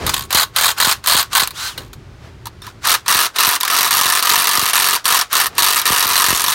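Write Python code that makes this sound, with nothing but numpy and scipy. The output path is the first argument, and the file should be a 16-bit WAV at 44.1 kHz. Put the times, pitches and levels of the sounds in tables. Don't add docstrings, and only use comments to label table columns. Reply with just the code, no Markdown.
import sys
import numpy as np
from scipy import signal
from scipy.fft import rfft, irfft
from scipy.io import wavfile
from scipy.ndimage import uniform_filter1d

SR = 44100
rng = np.random.default_rng(int(sys.argv[2]) if len(sys.argv) > 2 else 0)


def wav_out(sig):
    wavfile.write(sys.argv[1], SR, np.round(np.clip(np.atleast_2d(sig).T, -1, 1) * 32767).astype(np.int16))


N = 288795
TIME = np.arange(N) / SR
TAIL = int(.3 * SR)
TAIL_TIME = np.arange(TAIL) / SR
CUTOFF_HZ = 15950

# time at full speed and time of release in seconds, whirr level in dB.
TRIGGER_PULLS = [(0.318, 0.415, -22), (0.566, 0.705, -21), (0.779, 0.933, -22), (1.057, 1.23, -25.5),
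                 (1.324, 1.452, -24.5), (2.642, 2.69, -36), (2.849, 2.948, -16), (3.082, 3.257, -19.5),
                 (3.362, 3.559, -22), (3.633, 4.977, -23.5), (5.066, 5.221, -20.5), (5.321, 5.429, -19.5),
                 (5.57, 6.6, -26)]
# first and last blow in seconds, force in dB.
HAMMER_BURSTS = [(0.347, 0.42, 2), (.562, .61, -2.5), (0.634, 0.703, -0.5), (.801, 0.846, -2),
                 (.87, 0.913, -1), (1.072, 1.144, -0.5), (1.166, 1.203, -1), (1.351, 1.368, 4),
                 (1.396, 1.419, -1.5), (2.871, 2.939, 3), (3.081, 3.255, 1), (3.385, 3.553, 1.5),
                 (3.7, 3.873, -.5), (3.908, 3.99, 0), (4.012, 4.122, 0), (4.151, 4.192, -2.5),
                 (4.225, 4.271, -2.5), (4.293, 4.441, 0), (4.471, 4.697, -2.5), (4.733, 4.952, 1),
                 (5.055, 5.103, 0), (5.123, 5.212, 0), (5.329, 5.4, 1), (5.416, 5.458, -0.5),
                 (5.581, 5.787, .5), (5.855, 6.132, -.5), (6.156, 6.348, -0.5), (6.374, 6.463, -3.5),
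                 (6.481, 6.54, -2)]
# frequency in Hz, relative level in dB.
GEAR_SPECTRUM = [(100, -31), (450, -10), (800, 2.5), (1300, 11.5), (2200, 1.5), (3800, 3), (6000, -1.5),
                 (10000, -8.5), (16000, -16.5)]


def from_db(db):
    return 10 ** (np.asarray(db) / 20)


def decay(t60):
    return 1000 ** (-TAIL_TIME / t60)


def add(track, s, sound):
    start = int(np.clip(s * SR, 0, N - 1))
    track[start:start + len(sound)] += sound[:N - start]


def colour(x, spectrum, modes=(), tilt_db=0):
    size = 8192
    hz = np.maximum(np.fft.rfftfreq(size, 1 / SR), 1)
    points, levels = np.transpose(spectrum)
    db = np.interp(np.log(hz), np.log(points), levels) + tilt_db * np.log2(hz)
    db += sum(lift / (1 + (2 * (hz - centre) / width) ** 2) for centre, width, lift in modes)
    gain = from_db(db) / np.sqrt(np.mean(from_db(db[hz < CUTOFF_HZ]) ** 2))
    cepstrum = irfft(np.log(gain))[:size // 2]
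    cepstrum[1:] *= 2
    response = irfft(np.exp(rfft(cepstrum, size)))[:size // 2]
    return signal.fftconvolve(x, response)[:N]


def workshop(rumble_gain_db, bump_db, hush_db):
    # time in seconds, relative level in dB.
    rumble_course = [(0.0, -40), (0.07, -28.5), (0.36, -44.5), (0.87, -44.5), (1.66, -45), (1.88, -40.5),
                     (2.68, -41), (3.21, -54), (3.43, -64), (3.94, -46), (4.07, -67), (5.62, -54),
                     (6.16, -49), (6.55, -47)]
    # frequency in Hz, relative level in dB.
    rumble_spectrum = [(15, -39), (25, -10), (43, -4.5), (114, -2), (172, -12.5), (274, -18), (299, -20),
                       (394, -13), (500, -37), (650, -88), (1100, -120)]
    rustle_spectrum = [(150, -4), (400, 0), (700, -3.5), (1200, -4), (2500, -10.5), (5000, -15.5),
                       (9000, -26), (16000, -35.5)]
    # middle and half length in seconds, level in dB.
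    shifts = [(0.046, 0.067, -25), (1.8, 0.041, -39), (2.259, 0.039, -45), (5.548, 0.074, -40)]
    handling = sum(from_db(db) * np.exp(-((TIME - s) / half_s) ** 2) for s, half_s, db in shifts)
    rumble_db = np.interp(TIME, *np.transpose(rumble_course)) + rumble_gain_db
    low_level = from_db(rumble_db) + from_db(bump_db) * handling
    rumble = low_level * colour(rng.standard_normal(N), rumble_spectrum)
    rustle = (from_db(hush_db) + handling) * colour(rng.standard_normal(N), rustle_spectrum)
    return rumble + rustle


def loaded_motor(spin_up_s, coast_s, turn_hz, throb):
    level = np.zeros(N)
    for on, off, db in TRIGGER_PULLS:
        fade = np.maximum(on - TIME, 0) / spin_up_s + np.maximum(TIME - off, 0) / coast_s
        level = np.maximum(level, from_db(db) * np.exp(-np.minimum(fade, 20)))
    throbbing = 1 + throb * np.sin(2 * np.pi * turn_hz * TIME)
    return colour(rng.standard_normal(N) * level * throbbing, GEAR_SPECTRUM)


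def free_motor(mesh_hz, spin_up_s, coast_s, wobble, steepness, whirr_tilt_db):
    # pull and release in seconds, whine and whirr levels at full speed in dB.
    revs = [(0.003, 0.145, -37, -25), (1.505, 1.681, -28.5, -22)]
    # multiple of the mesh rate, relative level in dB.
    gear_orders = [(0.669, -12), (1, -3.5), (1.33, -16), (2, -11), (2.668, 1.5), (2.999, -5.5), (3.999, -8)]
    speed, whine_level, whirr_level, whine = np.zeros((4, N))
    for on, off, whine_db, whirr_db in revs:
        driven_s = np.maximum(np.minimum(TIME, off) - on, 0)
        rev = (1 - np.exp(-driven_s / spin_up_s)) * np.exp(-np.maximum(TIME - off, 0) / coast_s)
        speed += rev
        whine_level += from_db(whine_db) * rev ** steepness
        whirr_level += from_db(whirr_db) * rev ** steepness
    for multiple, order_db in gear_orders:
        play = uniform_filter1d(rng.standard_normal(N), size=80)
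        hz = multiple * mesh_hz * speed * (1 + wobble * play / play.std())
        whine += from_db(order_db) * np.sin(2 * np.pi * np.cumsum(hz) / SR)
    whirr = colour(rng.standard_normal(N) * whirr_level, GEAR_SPECTRUM, tilt_db=whirr_tilt_db)
    return whine * whine_level + whirr


def blows(bursts, rate_hz=46.5, sag_db_per_s=10, ease_db=5, ease_s=.03):
    releases, out = np.array(TRIGGER_PULLS)[:, 1], []
    for first, last, db in bursts:
        for s in np.linspace(first, last, round((last - first) * rate_hz) + 1):
            easing = np.exp(-np.abs(releases - s).min() / ease_s)
            out.append((s, db - sag_db_per_s * (s - first) - ease_db * easing))
    return out


def thumps(sweep_hz, glide_s, lead_s, rise_s, fall_s, light_db, spread_db):
    # time in seconds, level in dB.
    loud = [(.35, -13.5), (.875, -17.5), (1.152, -18.5), (1.427, -23.5), (3.155, -21.5), (3.478, -22),
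            (4.059, -25), (4.583, -21), (4.628, -21), (5.906, -16.5), (5.927, -22.5), (6.059, -26),
            (6.286, -20), (6.308, -18), (6.33, -15.5)]
    light = [(s, db + light_db + rng.uniform(-spread_db, spread_db)) for s, db in blows(HAMMER_BURSTS)]
    out, t = np.zeros(N), TAIL_TIME
    cycles = sweep_hz * glide_s * (1 - np.exp(-t / glide_s)) + 42.5 * t
    rise = np.exp(-((t - lead_s) / rise_s) ** 2)
    fall = np.exp(-np.abs(t - lead_s) / fall_s)
    thump = np.where(t < lead_s, rise, fall) * np.sin(2 * np.pi * cycles)
    for s, db in loud + light:
        add(out, s - lead_s, from_db(db) * thump)
    return out


def casing():
    # frequency in Hz, level in dB, 60 dB decay time in seconds.
    modes = [(287, -47, 0.18), (418, -41.5, 0.13), (707.4, -32.5, 0.078)]
    knock = sum(from_db(db) * decay(t60) * np.sin(2 * np.pi * hz * TAIL_TIME) for hz, db, t60 in modes)
    out = np.zeros(N)
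    for s, _ in blows(HAMMER_BURSTS):
        add(out, s, knock)
    return out


def clanks():
    # start in seconds, frequency in Hz, level in dB, 60 dB decay time in seconds.
    tones = [(0.075, 1232, -16, 0.064), (1.781, 510, -32, 0.12), (1.779, 2900, -23, 0.055),
             (2.468, 933, -16.5, 0.033), (2.619, 3630, -25, 0.04), (2.627, 5400, -30, 0.046),
             (2.675, 997, -18, 0.036), (3.634, 1020, -6, 0.034), (3.725, 1273, -9, .09)]
    out, attack = np.zeros(N), 1 - decay(.013)
    for s, hz, db, t60 in tones:
        add(out, s, from_db(db) * attack * decay(t60) * np.sin(2 * np.pi * hz * TAIL_TIME))
    return out


def patchy(noise, patchy_db):
    knots_hz = np.geomspace(300, 16000, 24)
    knots_db = patchy_db * rng.standard_normal(len(knots_hz))
    gain = from_db(np.interp(np.fft.rfftfreq(TAIL, 1 / SR), knots_hz, knots_db))
    return irfft(rfft(noise) * gain / np.sqrt(np.mean(gain ** 2)), TAIL)


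def steel(contacts, spectrum, modes, ring_t60, ring_db, room_t60, room_db,
          crack_tilt_db, ring_tilt_db, alike, patchy_db, crack_t60=.011):
    cracks, rings = np.zeros((2, N))
    dense_modes = rng.standard_normal(TAIL)
    crack = decay(crack_t60) * (1 - decay(.0022))
    ring = from_db(ring_db) * decay(ring_t60) + from_db(room_db) * decay(room_t60)
    ring *= 1 - decay(crack_t60)
    for s, db, crack_db in sorted(contacts):
        dense_modes = np.sqrt(alike) * dense_modes + np.sqrt(1 - alike) * rng.standard_normal(TAIL)
        add(cracks, s, from_db(db + crack_db) * crack * patchy(rng.standard_normal(TAIL), 2 * patchy_db))
        add(rings, s, from_db(db) * ring * patchy(dense_modes, patchy_db))
    return colour(cracks, spectrum, modes, crack_tilt_db) + colour(rings, spectrum, modes, ring_tilt_db)


def loose_socket(touches, gap_s, loss_db):
    # start in seconds, level in dB, crack offset in dB.
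    knocks = [(.065, -5.5, 0), (.075, -8, -6), (.092, 0, -19), (.136, -10, -8), (.141, -3, 3),
              (.306, -6.5, -2), (.327, -2.5, 2), (.782, -9, -7), (1.04, -16, -3), (1.061, -13.5, 9.5),
              (1.228, -14.5, 8), (1.33, -5.5, -16), (1.474, -11.5, 7), (1.507, -17.5, 4.5),
              (1.777, -12, -8), (1.931, -22.5, -3.5), (2.456, -15, -4), (2.469, -17.5, 3), (2.619, -23, -6),
              (2.667, -21.5, -1), (2.85, -4.5, -8), (3.06, -13, -18), (3.36, -3.5, -17), (3.603, -14, 1),
              (3.609, -5, 3.5), (3.632, -11, 10), (3.65, -4, -1), (3.678, -2, -3), (5.043, -12, -16),
              (5.552, -28, 3), (5.816, -5.5, 0)]
    rattles = [(0.164, -9, 0), (1.788, -25, -15)]
    return knocks + [(s + k * gap_s, db - k * loss_db, crack_db)
                     for s, db, crack_db in rattles for k in range(touches)]


def hammer(bursts, jitter_s, uneven_db, rebound_s, rebound_db, settle_s, settle_db, scatter):
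    contacts = []
    times, forces = np.transpose(blows(bursts))
    run_ups = np.interp(np.diff(times, prepend=0), [.024, .035], [0, 1])
    for s, db, run_up, chance in zip(times, forces, run_ups, rng.standard_normal((len(times), 6))):
        s += (1 - run_up) * jitter_s * chance[0]
        contacts.append((s, db + 2.5 * run_up + (1 - run_up) * uneven_db * chance[1], 0))
        for delay_s, offset_db, (timing, force) in [(rebound_s, rebound_db, chance[2:4]),
                                                    (settle_s, settle_db, chance[4:])]:
            contacts.append((s + delay_s * np.exp(scatter * timing), db + offset_db + uneven_db * force, 0))
    return contacts


def bolts(second_bolt_s):
    # frequency in Hz, relative level in dB.
    first_spectrum = [(60, -7.5), (250, -26), (500, -8.5), (750, -2.5), (1050, 7), (1600, -1), (2200, -2),
                      (3000, -3), (4100, 5.5), (5500, -7.5), (9000, -4.5), (10500, -10), (13000, -5.5),
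                      (16000, -13)]
    second_spectrum = [(60, -36.5), (250, -21), (400, -10), (580, -14), (800, -11), (970, 4.5),
                       (1250, -0.5), (1550, -9), (2300, -6), (4100, -6), (7300, -11), (9300, -6.5),
                       (10600, -14.5), (16000, -15.5)]
    # frequency in Hz, bandwidth in Hz, lift in dB.
    first_modes = [(1105, 13, 5), (1520, 64, 6.5), (1700, 96, 5.5), (3150, 200, 4.5), (4160, 120, 0),
                   (6630, 290, 4), (9120, 90, 5.5), (12900, 90, -23)]
    second_modes = [(724, 27, 9), (1234, 195, 5.2), (1748, 370, 10.1), (2780, 430, 3.7), (3940, 840, 5.2),
                    (4600, 150, 6.1), (5370, 59, 1.8), (5600, 300, 4.5), (6250, 450, 3.4), (9780, 210, 3.8),
                    (11460, 100, 4.7), (11620, 360, 7.3), (13060, 730, 7.2)]
    first = hammer([b for b in HAMMER_BURSTS if b[0] < second_bolt_s], jitter_s=.0007, uneven_db=2.2,
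                   rebound_s=.0055, rebound_db=-5, settle_s=.0105, settle_db=-3.5, scatter=.25)
    second = hammer([b for b in HAMMER_BURSTS if b[0] >= second_bolt_s], jitter_s=.0003, uneven_db=2.18,
                    rebound_s=.0058, rebound_db=-5.5, settle_s=.0108, settle_db=-4, scatter=.22)
    knocks = loose_socket(touches=7, gap_s=.0145, loss_db=2.5)
    first += [k for k in knocks if k[0] < second_bolt_s]
    second += [k for k in knocks if k[0] >= second_bolt_s]
    first_bolt = steel(first, first_spectrum, first_modes, ring_t60=.039, ring_db=-3.5, room_t60=.15,
                       room_db=-23.5, crack_tilt_db=3, ring_tilt_db=.34, alike=.43, patchy_db=2.5)
    second_bolt = steel(second, second_spectrum, second_modes, ring_t60=.045, ring_db=-7.5, room_t60=.094,
                        room_db=-22, crack_tilt_db=4, ring_tilt_db=.1, alike=.46, patchy_db=2)
    return first_bolt + second_bolt


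def scene():
    drive = loaded_motor(spin_up_s=.0093, coast_s=.021, turn_hz=91.5, throb=.21)
    revving = free_motor(mesh_hz=1580, spin_up_s=.037, coast_s=.145,
                         wobble=.028, steepness=4.85, whirr_tilt_db=2.4)
    low = thumps(sweep_hz=1290, glide_s=.00297, lead_s=.00551, rise_s=.0042, fall_s=.0057,
                 light_db=-40.5, spread_db=13.5)
    impacts = bolts(second_bolt_s=2) + casing() + clanks()
    background = workshop(rumble_gain_db=3.2, bump_db=-8.5, hush_db=-46.5)
    return (background + drive + revving + low + impacts)[None]


def limiter(x, threshold_db, release_db_per_s):
    level_db = 10 * np.log10(np.maximum(uniform_filter1d(x ** 2, size=130), 1e-12))
    excess_db = np.maximum(level_db - threshold_db, 0)
    recovery_db = release_db_per_s * TIME
    cut_db = np.maximum.accumulate(excess_db + recovery_db, axis=-1) - recovery_db
    return x * from_db(-uniform_filter1d(cut_db, size=40))


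def record(dry):
    ceiling = .78
    held = limiter(dry, threshold_db=-6.5, release_db_per_s=136)
    rounded = held / (1 + (held / ceiling) ** 4) ** .25
    bass_cut = signal.sosfilt(signal.butter(3, 36, "high", fs=SR, output="sos"), rounded)
    return signal.sosfilt(signal.ellip(12, .2, 70, CUTOFF_HZ, fs=SR, output="sos"), bass_cut)


dry = scene()
out = record(dry)
wav_out(out)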